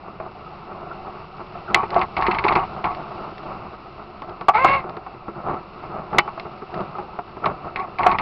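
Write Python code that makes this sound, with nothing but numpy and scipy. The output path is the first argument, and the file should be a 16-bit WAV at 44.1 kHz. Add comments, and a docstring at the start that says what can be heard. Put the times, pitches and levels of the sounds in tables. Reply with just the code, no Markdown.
"""Water rushes and hisses along a planing dinghy's hull while waves slap it, then rope work takes over.
Filtered noise makes the flow; clusters of tiny impacts make slaps and spray; chirping sines make bubbles.
Noise bursts with ringing sines make knocks, pawl clicks and shackle snaps. The crew hauls a sheet through
a ratchet block as rasping slips and creaks, and eases it once with a squeal of locked harmonics.
The microphone sits in a waterproof housing fixed to the frame; the hardest blows overload its input."""
import sys
import numpy as np
from scipy import signal
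from scipy.fft import rfft, irfft, next_fast_len
from scipy.io import wavfile
from scipy.ndimage import uniform_filter1d, map_coordinates

SR = 44100
rng = np.random.default_rng(int(sys.argv[2]) if len(sys.argv) > 2 else 0)


def waveform_to_disk(signal):
    """Save audio, clipped to [-1, 1], as 16-bit WAV at the path in sys.argv[1]."""
    frames = np.transpose(np.atleast_2d(signal))
    scaled = np.clip(frames, -1, 1) * 32767
    samples = np.round(scaled).astype(np.int16)
    wavfile.write(sys.argv[1], SR, samples)


N = 362061
TIME_S = np.arange(N) / SR
HIT_S = np.arange(SR // 4) / SR  # time axis of one blow
BUBBLE_S = np.arange(SR // 12) / SR  # time axis of one bubble


def amp(db):
    """Decibels to gain."""
    return 10 ** (np.asarray(db) / 20)


def unit(x):
    """x at rms 1."""
    return x / np.sqrt(np.mean(x ** 2) + 1e-20)


def sine(hz):
    """A sine that follows a pitch curve in Hz."""
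    return np.sin(2 * np.pi * np.cumsum(hz) / SR)


def curve(rows):
    """Straight lines through (time, value) rows, one value per sample."""
    start_s, value = np.transpose(rows)
    return np.interp(TIME_S, start_s, value)


def wobble(rate):
    """A smooth random curve through normally distributed knots, rate knots a second."""
    knots = rng.standard_normal(int(N * rate / SR) + 4)
    return map_coordinates(knots, [np.arange(N) * rate / SR])


def add(track, start_s, sound):
    """Mix a sound into the track at start_s."""
    part = track[max(round(start_s * SR), 0):][:len(sound)]
    part += sound[:len(part)]


# Resonances of frame and housing: centre_hz, width_hz, boost_db
HOUSING_MODES = [(150, 73, 6.5), (201.6, 29.6, 8), (353.6, 66, 12), (422, 82, 6), (681.5, 293, 14),
                 (753, 23, 4), (882, 140, 4.5), (1110, 212, 6.5), (1296, 110, 5.5), (2050, 75, 2.5),
                 (2258, 110, 3), (2668, 80, 4.5), (4220, 1400, 5.5)]
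WALL_HZ = 5446  # the housing lets little through above this


def housed(x, spectrum):
    """x coloured by a source spectrum and rung through the housing (causal, minimum phase)."""
    m = 2 * next_fast_len(len(x) // 2 + 4096)
    hz = np.fft.rfftfreq(m, 1 / SR)
    source_hz, source_db = np.transpose(spectrum)
    db = np.interp(np.log(hz + 1), np.log(source_hz), source_db)
    for centre_hz, width_hz, boost_db in HOUSING_MODES:
        db += boost_db / (1 + (2 * (hz - centre_hz) / width_hz) ** 2)
    db -= 10 * np.log10(1 + (hz / WALL_HZ) ** 48)
    # folding the cepstrum forward in time gives the minimum phase
    cepstrum = irfft(np.log(amp(db) + 1e-6))
    cepstrum[1:m // 2] *= 2
    cepstrum[m // 2 + 1:] = 0
    response = np.exp(rfft(cepstrum))
    return irfft(rfft(x, m) * response, m)[:len(x)]


def patter(rate, spread_db):
    """Random tiny impacts of uneven size and either sign, rate a second on average, at rms 1."""
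    chance, size, push = rng.random(N), rng.standard_normal(N), rng.standard_normal(N)
    strength = amp(spread_db * np.clip(size, -2, 2))
    return unit((chance < rate / SR) * strength * np.sign(push))


def blow(spectrum, t60, tail_db, tail_t60):
    """A chattering contact that dies fast, then a weak rattle of the rig; peaks near 1."""
    decay = amp(-60 * HIT_S / t60) + amp(tail_db - 60 * HIT_S / tail_t60)
    sound = housed(rng.standard_normal(len(HIT_S)) * decay, spectrum)
    loudest_power = uniform_filter1d(sound ** 2, SR // 100).max()
    return sound / (2 * np.sqrt(loudest_power))


def modes(table):
    """A struck metal part: its modes build up through the frame and decay, each at a slightly new strength."""
    build = 1 - np.exp(-(HIT_S / .002) ** 3)
    ring = np.zeros(len(HIT_S))
    for pitch_hz, level_db, t60_s in table:
        decay = amp(level_db + rng.normal(0, 0.75) - 60 * HIT_S / t60_s)
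        ring += decay * np.sin(2 * np.pi * pitch_hz * HIT_S)
    return build * ring


# Colour of the frame's low shaking: pitch_hz, level_db
BUFFET_COLOUR = [(15, -9.5), (45, -6), (90, -6), (200, -21.5), (600, -68.5)]


def rumble():
    """Low shaking of the frame as housed noise, at rms 1."""
    return unit(housed(rng.standard_normal(N), BUFFET_COLOUR))


def bubbles(count, hz, spread, cycles, rise):
    """Air pockets scattered in time; each falls 20 dB over some cycles while its pitch rises by a fraction."""
    out = np.zeros(N)
    for when, pitch, size in rng.random((count, 3)):
        turns = hz * np.exp(spread * 2 * (2 * pitch - 1)) * BUBBLE_S
        age = turns / cycles
        envelope = amp(6.9 * size - 20 * age) * (1 - np.exp(-turns / 2))
        add(out, when * N / SR, envelope * np.sin(2 * np.pi * turns * (1 + rise * age / 2)))
    return out


# Colour of turbulent flow: pitch_hz, level_db
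WASH_COLOUR = [(30, 0), (120, -1), (270, -5), (700, -11.5), (1350, -1.5), (1650, -13.5), (2800, -11),
               (3100, -26), (4700, -24.5), (5700, -34)]
# Colour of water striking the hull, for chop, bubbles and waves: pitch_hz, level_db
SLAP_COLOUR = [(50, -8.5), (150, 2), (270, -2.5), (700, -4), (1350, 1.5), (1650, -11.5), (2600, -18),
               (3200, -29.5), (5200, -43.5)]
# Colour of flying spray: pitch_hz, level_db
SPRAY_COLOUR = [(900, -26), (1800, -6), (2800, 6.5), (3200, -1), (4600, -6), (5600, -6)]
# Hiss of spray following the boat's speed, in stretches joined by straight lines: start_s, level_db
SPRAY_FLOW = [
    [(0.0, -64.5), (0.352, -61.5), (1.65, -58)],
    [(2.7, -56), (3.328, -56), (3.7, -59.5)],
    [(4.9, -64), (6.41, -59), (7.7, -61.5)],
]
SPRAY_TRIM_DB = 2.5  # added to the spray curve
WATER_DB, WATER_GROWS = -41.5, 0.52  # reference level of the rush; its dB per dB of spray
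WIND_DB = -53  # mean level of the wind's shaking


def rushing_water():
    """Turbulent flow, chop, bubbles and spray grow with speed; wind shakes the frame."""
    spray_db = curve([row for stretch in SPRAY_FLOW for row in stretch])
    water_db = WATER_DB + WATER_GROWS * (spray_db - spray_db.mean())

    flow = unit(housed(rng.standard_normal(N), WASH_COLOUR))
    flow *= amp(water_db + 1.7 * wobble(14))

    small_waves = patter(rate=450, spread_db=2.0) * amp(4.6 * wobble(26))
    chop = unit(housed(small_waves, SLAP_COLOUR)) * amp(water_db - 1.5)

    air = bubbles(count=420, hz=1148, spread=.25, cycles=12, rise=0.072)
    gurgle = unit(housed(air, SLAP_COLOUR)) * amp(water_db - 7.5)

    spray = unit(housed(patter(rate=7800, spread_db=7.5), SPRAY_COLOUR))
    spray *= amp(spray_db + SPRAY_TRIM_DB + 0.47 * wobble(9.1))

    wind = rumble() * amp(WIND_DB + 0.81 * wobble(6))
    return flow + chop + gurgle + spray + wind


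# Big gulps of trapped air beside the hull: start_s, level_db (relative), pitch_hz
GULP_EVENTS = [(0.462, -26, 1280), (.911, -21.5, 1365), (1.075, -29, 776), (1.679, -20.5, 1363),
               (1.697, -19.5, 1320), (5.346, -29, 1336), (5.563, -24, 1310), (7.438, -13, 1357),
               (7.678, -23, 1313)]


def gulps():
    """Large air pockets swell and ring briefly at an unsteady pitch."""
    out = np.zeros(N)
    swell = BUBBLE_S / .006 * np.exp(1 - BUBBLE_S / .006)  # fullest after 6 ms
    for start_s, level_db, pitch_hz in GULP_EVENTS:
        unsteady_hz = pitch_hz * (1 + 0.037 * wobble(370)[:len(BUBBLE_S)])
        add(out, start_s, amp(level_db - 7) * swell * sine(unsteady_hz))
    return out


# Colour of small bright contacts, for drops, shackle and snagging fibres: pitch_hz, level_db
TICK_COLOUR = [(300, -24.5), (1000, -6.5), (1600, 3), (2100, 6), (3300, -3), (4500, -6), (5600, -14.5)]
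# Drops of spray tapping the housing: start_s, level_db (relative)
DROP_EVENTS = [(1.905, -28), (1.944, -30), (1.992, -29), (2.9482, -30.5), (3.381, -35.5), (4.22, -38),
               (4.2936, -38), (4.4109, -35.5), (4.895, -37.5), (4.968, -41), (6.397, -26.5), (6.7424, -31),
               (6.8064, -37)]


def drops():
    """Flying spray taps the housing itself: short, bright noise bursts."""
    out = np.zeros(N)
    for start_s, level_db in DROP_EVENTS:
        tap = blow(TICK_COLOUR, t60=0.016, tail_db=-16.0, tail_t60=.06)
        add(out, start_s, amp(level_db + 2.0) * tap)
    return out


# Swells of drumming on the hull, mostly waves running along it; at 1.963, 2.495 and 4.692 s the hull shakes
# under the loaded rope: crest_s, level_db (relative), half_length_s (alone, 7 dB down there)
WAVE_EVENTS = [(0.258, -34.5, .04), (0.737, -33.5, 0.1), (0.89, -34, 0.096), (1.082, -31, 0.024),
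               (1.72, -24.5, 0.034), (1.963, -21.5, 0.043), (2.495, -25, 0.069), (2.78, -30.5, 0.083),
               (3.123, -33, 0.078), (3.262, -30.5, 0.063), (3.519, -29, 0.053), (4.301, -29.5, 0.028),
               (4.692, -25, 0.073), (4.883, -31.5, 0.056), (5.38, -30, 0.032), (5.508, -20.5, 0.05),
               (5.972, -27.5, 0.069), (6.159, -23.5, .035), (6.466, -33, 0.024), (6.793, -23.5, 0.045),
               (7.011, -29.5, 0.023), (7.477, -22.5, 0.042), (7.664, -29, 0.031), (7.848, -34.5, 0.093)]
HEAVE_DB = -16.5  # low rumble of the hull under a wave, against its drumming


def wave_slaps():
    """Each swell, mostly a wave, drums on the hull as a swelling cluster of small impacts, and heaves it."""
    power = np.zeros(N)
    for crest_s, level_db, half_length_s in WAVE_EVENTS:
        distance = (TIME_S - crest_s) / half_length_s
        power += amp(level_db) ** 2 / (1 + distance ** 2 / 2) ** 4
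    impacts = patter(rate=1300, spread_db=2) * amp(1.8 * wobble(70))
    drumming = unit(housed(impacts, SLAP_COLOUR))
    return np.sqrt(power) * (drumming + amp(HEAVE_DB) * rumble()) * amp(-2.0)


# Colour of a blunt blow, also in the squeal's rasp: pitch_hz, level_db
KNOCK_COLOUR = [(60, -19.5), (350, -15), (550, -11), (850, 3), (1300, 4.5), (1700, -6), (2500, -8.5),
                (3300, -27), (5200, -34.5)]
# Colour of the hull's thud: pitch_hz, level_db
THUD_COLOUR = [(40, -12), (130, -6.5), (260, -4.5), (400, 1.5), (600, -14), (1500, -58)]
# Blunt blows on hull and frame, save the row at 4.22 s, a drop of spray that also taps among the drops, and the
# row at 6.187 s, the body of the shackle's snap at 6.184 s; thud # and ring levels are relative to the blow:
# start_s, level_db (relative), thud_db, ring_hz, ring_db
KNOCK_EVENTS = [(0.2, -20, -10, 643, 2.5), (1.403, -23, -10, 1113, -2), (1.554, -26, -25, 700, 5),
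                (1.832, -15, -4.5, 1160, -15), (1.963, -6.5, -17, 703, 6.5), (2.282, -13, 2, 940, 0),
                (2.445, -8, -6.5, 766, -9), (2.56, -4, -8, 953, -5), (4.22, -20.5, -15, 1110, -8),
                (4.411, -17, -12.5, 1126, -3), (4.484, 2.5, -29, 1157, 0), (4.492, -6, -30, 1153, 5),
                (4.646, 4, -18.5, 858, -7), (4.84, -19, -6.5, 735, -13), (4.968, -20.5, -5, 750, -10),
                (5.064, -22, -16, 750, -3), (5.282, -19, -4.5, 1330, -3), (6.13, -14.5, -16, 800, -5),
                (6.187, -6, -20, 994, -3), (6.277, -15, -20, 1103, 0), (6.376, -18, -17, 663, -7.5),
                (6.62, -24.5, -2.5, 1303, 1), (6.953, -26, -6, 1256, 4.5), (6.984, -17.5, -14, 820, 4),
                (7.188, -15.5, -11, 708, 2), (7.368, -22, -4.5, 667, -12), (7.442, -12.5, -19, 1194, -3),
                (7.459, -7.5, -32, 1100, 0.5), (8.064, 1, -21, 720, 3)]
KNOCK_T60_S = 0.075  # decay of the contact noise


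def knocks():
    """Blunt blows leave one mode of the frame ringing, with a thud of varying weight in the hull."""
    out = np.zeros(N)
    build = 1 - np.exp(-HIT_S / 0.00073)
    for start_s, level_db, thud_db, ring_hz, ring_db in KNOCK_EVENTS:
        decay = amp(ring_db - 60 * HIT_S / (1.01 * KNOCK_T60_S))
        ring = decay * build * np.sin(2 * np.pi * ring_hz * HIT_S)
        contact = blow(KNOCK_COLOUR, KNOCK_T60_S, tail_db=-27, tail_t60=0.067)
        add(out, start_s, amp(level_db - 4.5) * (contact + ring))
        thud = blow(THUD_COLOUR, t60=.055, tail_db=-28.0, tail_t60=0.088)
        add(out, start_s, amp(level_db + thud_db + 0.5) * thud)
    return out


# Colour of hard metal contacts, also in the squeal's rasp: pitch_hz, level_db
CLICK_COLOUR = [(150, -12), (600, -17.5), (1100, -6), (1650, -3.5), (2200, 5.5), (3300, -13), (4500, -18),
                (5500, -30.5)]
# Pawl clicks of the ratchet block: start_s, level_db (relative)
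CLICK_EVENTS = [(2.0143, -13.5), (2.1665, -12.5), (2.2226, -12.5), (2.2662, -11), (2.3113, -11.5),
                (2.3466, -16), (2.386, -10.5), (2.4399, -12), (2.482, -7.5), (2.524, -14), (2.5534, -10.5),
                (2.8416, -16), (7.4576, -15), (7.7592, -13.5), (7.796, -23.5), (7.9857, -16.5),
                (8.0321, -13), (8.0646, -14.5), (8.115, -15), (8.1856, -9.5)]
# The pawl's ring: pitch_hz, level_db, t60_s
PAWL_MODES = [(2060, -15.5, 0.073), (2220, -19, 0.099), (2570, -21.5, 0.068), (4270, -25, 0.054)]
# A shackle snaps against the frame: start_s, level_db (relative)
CLACK_EVENTS = [(1.7449, -0.5), (6.184, 0.5)]
# The shackle's own ring: pitch_hz, level_db, t60_s
SHACKLE_MODES = [(830, -19.5, 0.22), (2290, -21, 0.06), (2990, -35.5, 0.21), (3375, -12, .025),
                 (4170, -22, 0.03)]


def fittings():
    """The ratchet's pawl clicks; twice a shackle hits hard and rings."""
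    out = np.zeros(N)
    for start_s, level_db in CLICK_EVENTS:
        click = blow(CLICK_COLOUR, t60=0.047, tail_db=-27, tail_t60=.1)
        add(out, start_s, amp(level_db - 3.0) * (click + modes(PAWL_MODES)))
    for start_s, level_db in CLACK_EVENTS:
        clack = blow(CLICK_COLOUR, t60=0.043, tail_db=-34.5, tail_t60=0.086)
        add(out, start_s, amp(level_db) * (clack + modes(SHACKLE_MODES)))
        bright_edge = blow(TICK_COLOUR, t60=0.023, tail_db=-34.5, tail_t60=0.11)
        add(out, start_s, amp(level_db - 9) * bright_edge)
    return out


def stroke(start_s, length_s, attack_s, release_s):
    """Gain of one run of rope: it rises, holds until its length is up and comes to rest."""
    t = TIME_S - start_s
    rest = np.exp(-(np.maximum(t - length_s, 0) / release_s) ** 2)
    return np.clip(t / attack_s, 0, 1) * rest


SHUDDER_DB, SHUDDER_LAG_S = -16.5, .05  # frame's shaking against the load; its smoothing time


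def shudder(load):
    """The frame shakes with the load on the rope, a little late."""
    keep = np.exp(-1 / (SHUDDER_LAG_S * SR))
    late_load = signal.lfilter([1 - keep], [1, -keep], load)
    return amp(SHUDDER_DB) * late_load * rumble()


# Colour of braid rasping over the sheave: pitch_hz, level_db
ROPE_COLOUR = [(80, -7), (400, -12), (600, -16.5), (950, 1.5), (1300, -2.5), (1650, -11.5), (2400, -14.5),
               (3300, -31), (5200, -45.5)]
# Resonances of the loaded, creaking block: pitch_hz, waver_hz, level_db (relative)
CREAK_MODES = [(383.5, 14, -22), (747, 22, -8.5), (883, 25, -8.5), (1113, 21.97, -4), (2250, 260, -18.5)]
# Hauls on the sheet; sag is the dB lost by the end (negative gains), creak is against the rasp:
# start_s, length_s, level_db, sag_db, creak_db
PULL_EVENTS = [(1.749, 0.097, -22.5, 10.5, 1.5), (1.921, .11, -32, -7.5, 0.5), (2.167, 0.2, -20.5, 4, -5.5),
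               (2.39, 0.043, -27, 5, -5), (2.446, 0.083, -20, 0.5, -5), (2.55, 0.088, -18.5, 10.5, -1),
               (2.837, 0.092, -22, 11.5, 0), (7.761, 0.074, -32, 0.5, 4), (7.988, 0.16, -21.5, 1.5, 2),
               (8.186, .05, -23.5, 0, 1)]
PULL_ATTACK_S, PULL_RELEASE_S = 0.0069, .02  # the rope takes up, and comes to rest


def sheet():
    """Braid rasps over the sheave in small slips that set the block creaking; most hauls tire as they go."""
    rasp = unit(housed(patter(rate=820, spread_db=4.5), ROPE_COLOUR)) * amp(1.3 * wobble(45))
    # snagging fibres add a sparser, brighter crackle
    rasp += unit(housed(patter(rate=280, spread_db=8), TICK_COLOUR)) * amp(-23)

    creak = np.zeros(N)
    for pitch_hz, waver_hz, level_db in CREAK_MODES:
        strength = amp(level_db + 4.2 * wobble(50))
        creak += strength * sine(pitch_hz + waver_hz * wobble(130))
    creak = unit(creak)

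    out, load = np.zeros(N), np.zeros(N)
    for start_s, length_s, level_db, sag_db, creak_db in PULL_EVENTS:
        progress = np.clip((TIME_S - start_s) / length_s, 0, 1)
        effort = amp(level_db - sag_db * progress)
        effort *= stroke(start_s, length_s, PULL_ATTACK_S, PULL_RELEASE_S)
        out += effort * (rasp + amp(creak_db) * creak)
        load += effort
    return out + shudder(load)


# The eased sheet's slip rate over its sheave, before jitter: start_s, pitch_hz
SLIP_RATE = [(4.54, 424), (4.562, 432.8), (4.572, 448.1), (4.592, 509.4), (4.616, 529.2), (4.766, 556),
             (4.79, 527)]
# How strongly the block radiates each partial: pitch_hz, level_db
BLOCK_RADIATION = [(370, -18), (550, -10.5), (880, 3), (1100, -0.5), (1400, -6), (1650, -20.5), (1880, -17),
                   (2100, -8), (2280, -6), (2550, -18), (2750, -13), (3300, -26)]
SQUEAL_START_S, SQUEAL_HOLD_S = 4.533, .2
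SQUEAL_ATTACK_S, SQUEAL_RELEASE_S = 0.021, 0.052
SQUEAL_TONE_DB, SQUEAL_RASP_DB, SQUEAL_LOAD_DB = -17, -22, -21  # gains of tone, rasp, pull on the frame
# the slips lock most cleanly here: when, how long either side, how far the rasp drops
LOCK_S, LOCK_HALF_S, LOCK_DB = 4.62, .025, 8


def squeal():
    """Fast slips lock into a tone whose pitch follows the rope's speed, over the braid's rasp."""
    slip_hz = curve(SLIP_RATE)
    run = stroke(SQUEAL_START_S, SQUEAL_HOLD_S, SQUEAL_ATTACK_S, SQUEAL_RELEASE_S)
    locked = np.exp(-((TIME_S - LOCK_S) / LOCK_HALF_S) ** 2)

    phase = 2 * np.pi * np.cumsum(slip_hz * (1 + .01 * wobble(300))) / SR
    block_hz, block_db = np.transpose(BLOCK_RADIATION)
    tone = np.zeros(N)
    for k in range(1, 6):
        partial_db = np.interp(k * slip_hz, block_hz, block_db) + 2.9 * wobble(130)
        tone += amp(partial_db) * np.sin(k * phase)

    rasp = unit(housed(patter(rate=1200, spread_db=5.5), CLICK_COLOUR)) * amp(-5.0)
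    rasp += unit(housed(patter(rate=1500, spread_db=5), KNOCK_COLOUR))

    sound = tone * amp(SQUEAL_TONE_DB) + rasp * amp(SQUEAL_RASP_DB - LOCK_DB * locked)
    return run * sound + shudder(run * amp(SQUEAL_LOAD_DB))


def scene():
    """Water, hull and rigging at the one microphone."""
    water = rushing_water() + wave_slaps() + gulps() + drops()
    rigging = knocks() + fittings() + sheet() + squeal()
    return (water + rigging)[None]


TOP_HZ = 15900  # band limit


def record(dry):
    """The input overloads on the hardest blows; nothing is kept above the band limit."""
    ceiling = .72
    clipped = dry / (1 + np.abs(dry / ceiling) ** 12) ** (1 / 12)
    m = next_fast_len(N + SR // 2)
    in_band = np.fft.rfftfreq(m, 1 / SR) < TOP_HZ
    return irfft(rfft(clipped, m) * in_band, m)[..., :N]


dry = scene()
out = record(dry)
waveform_to_disk(out)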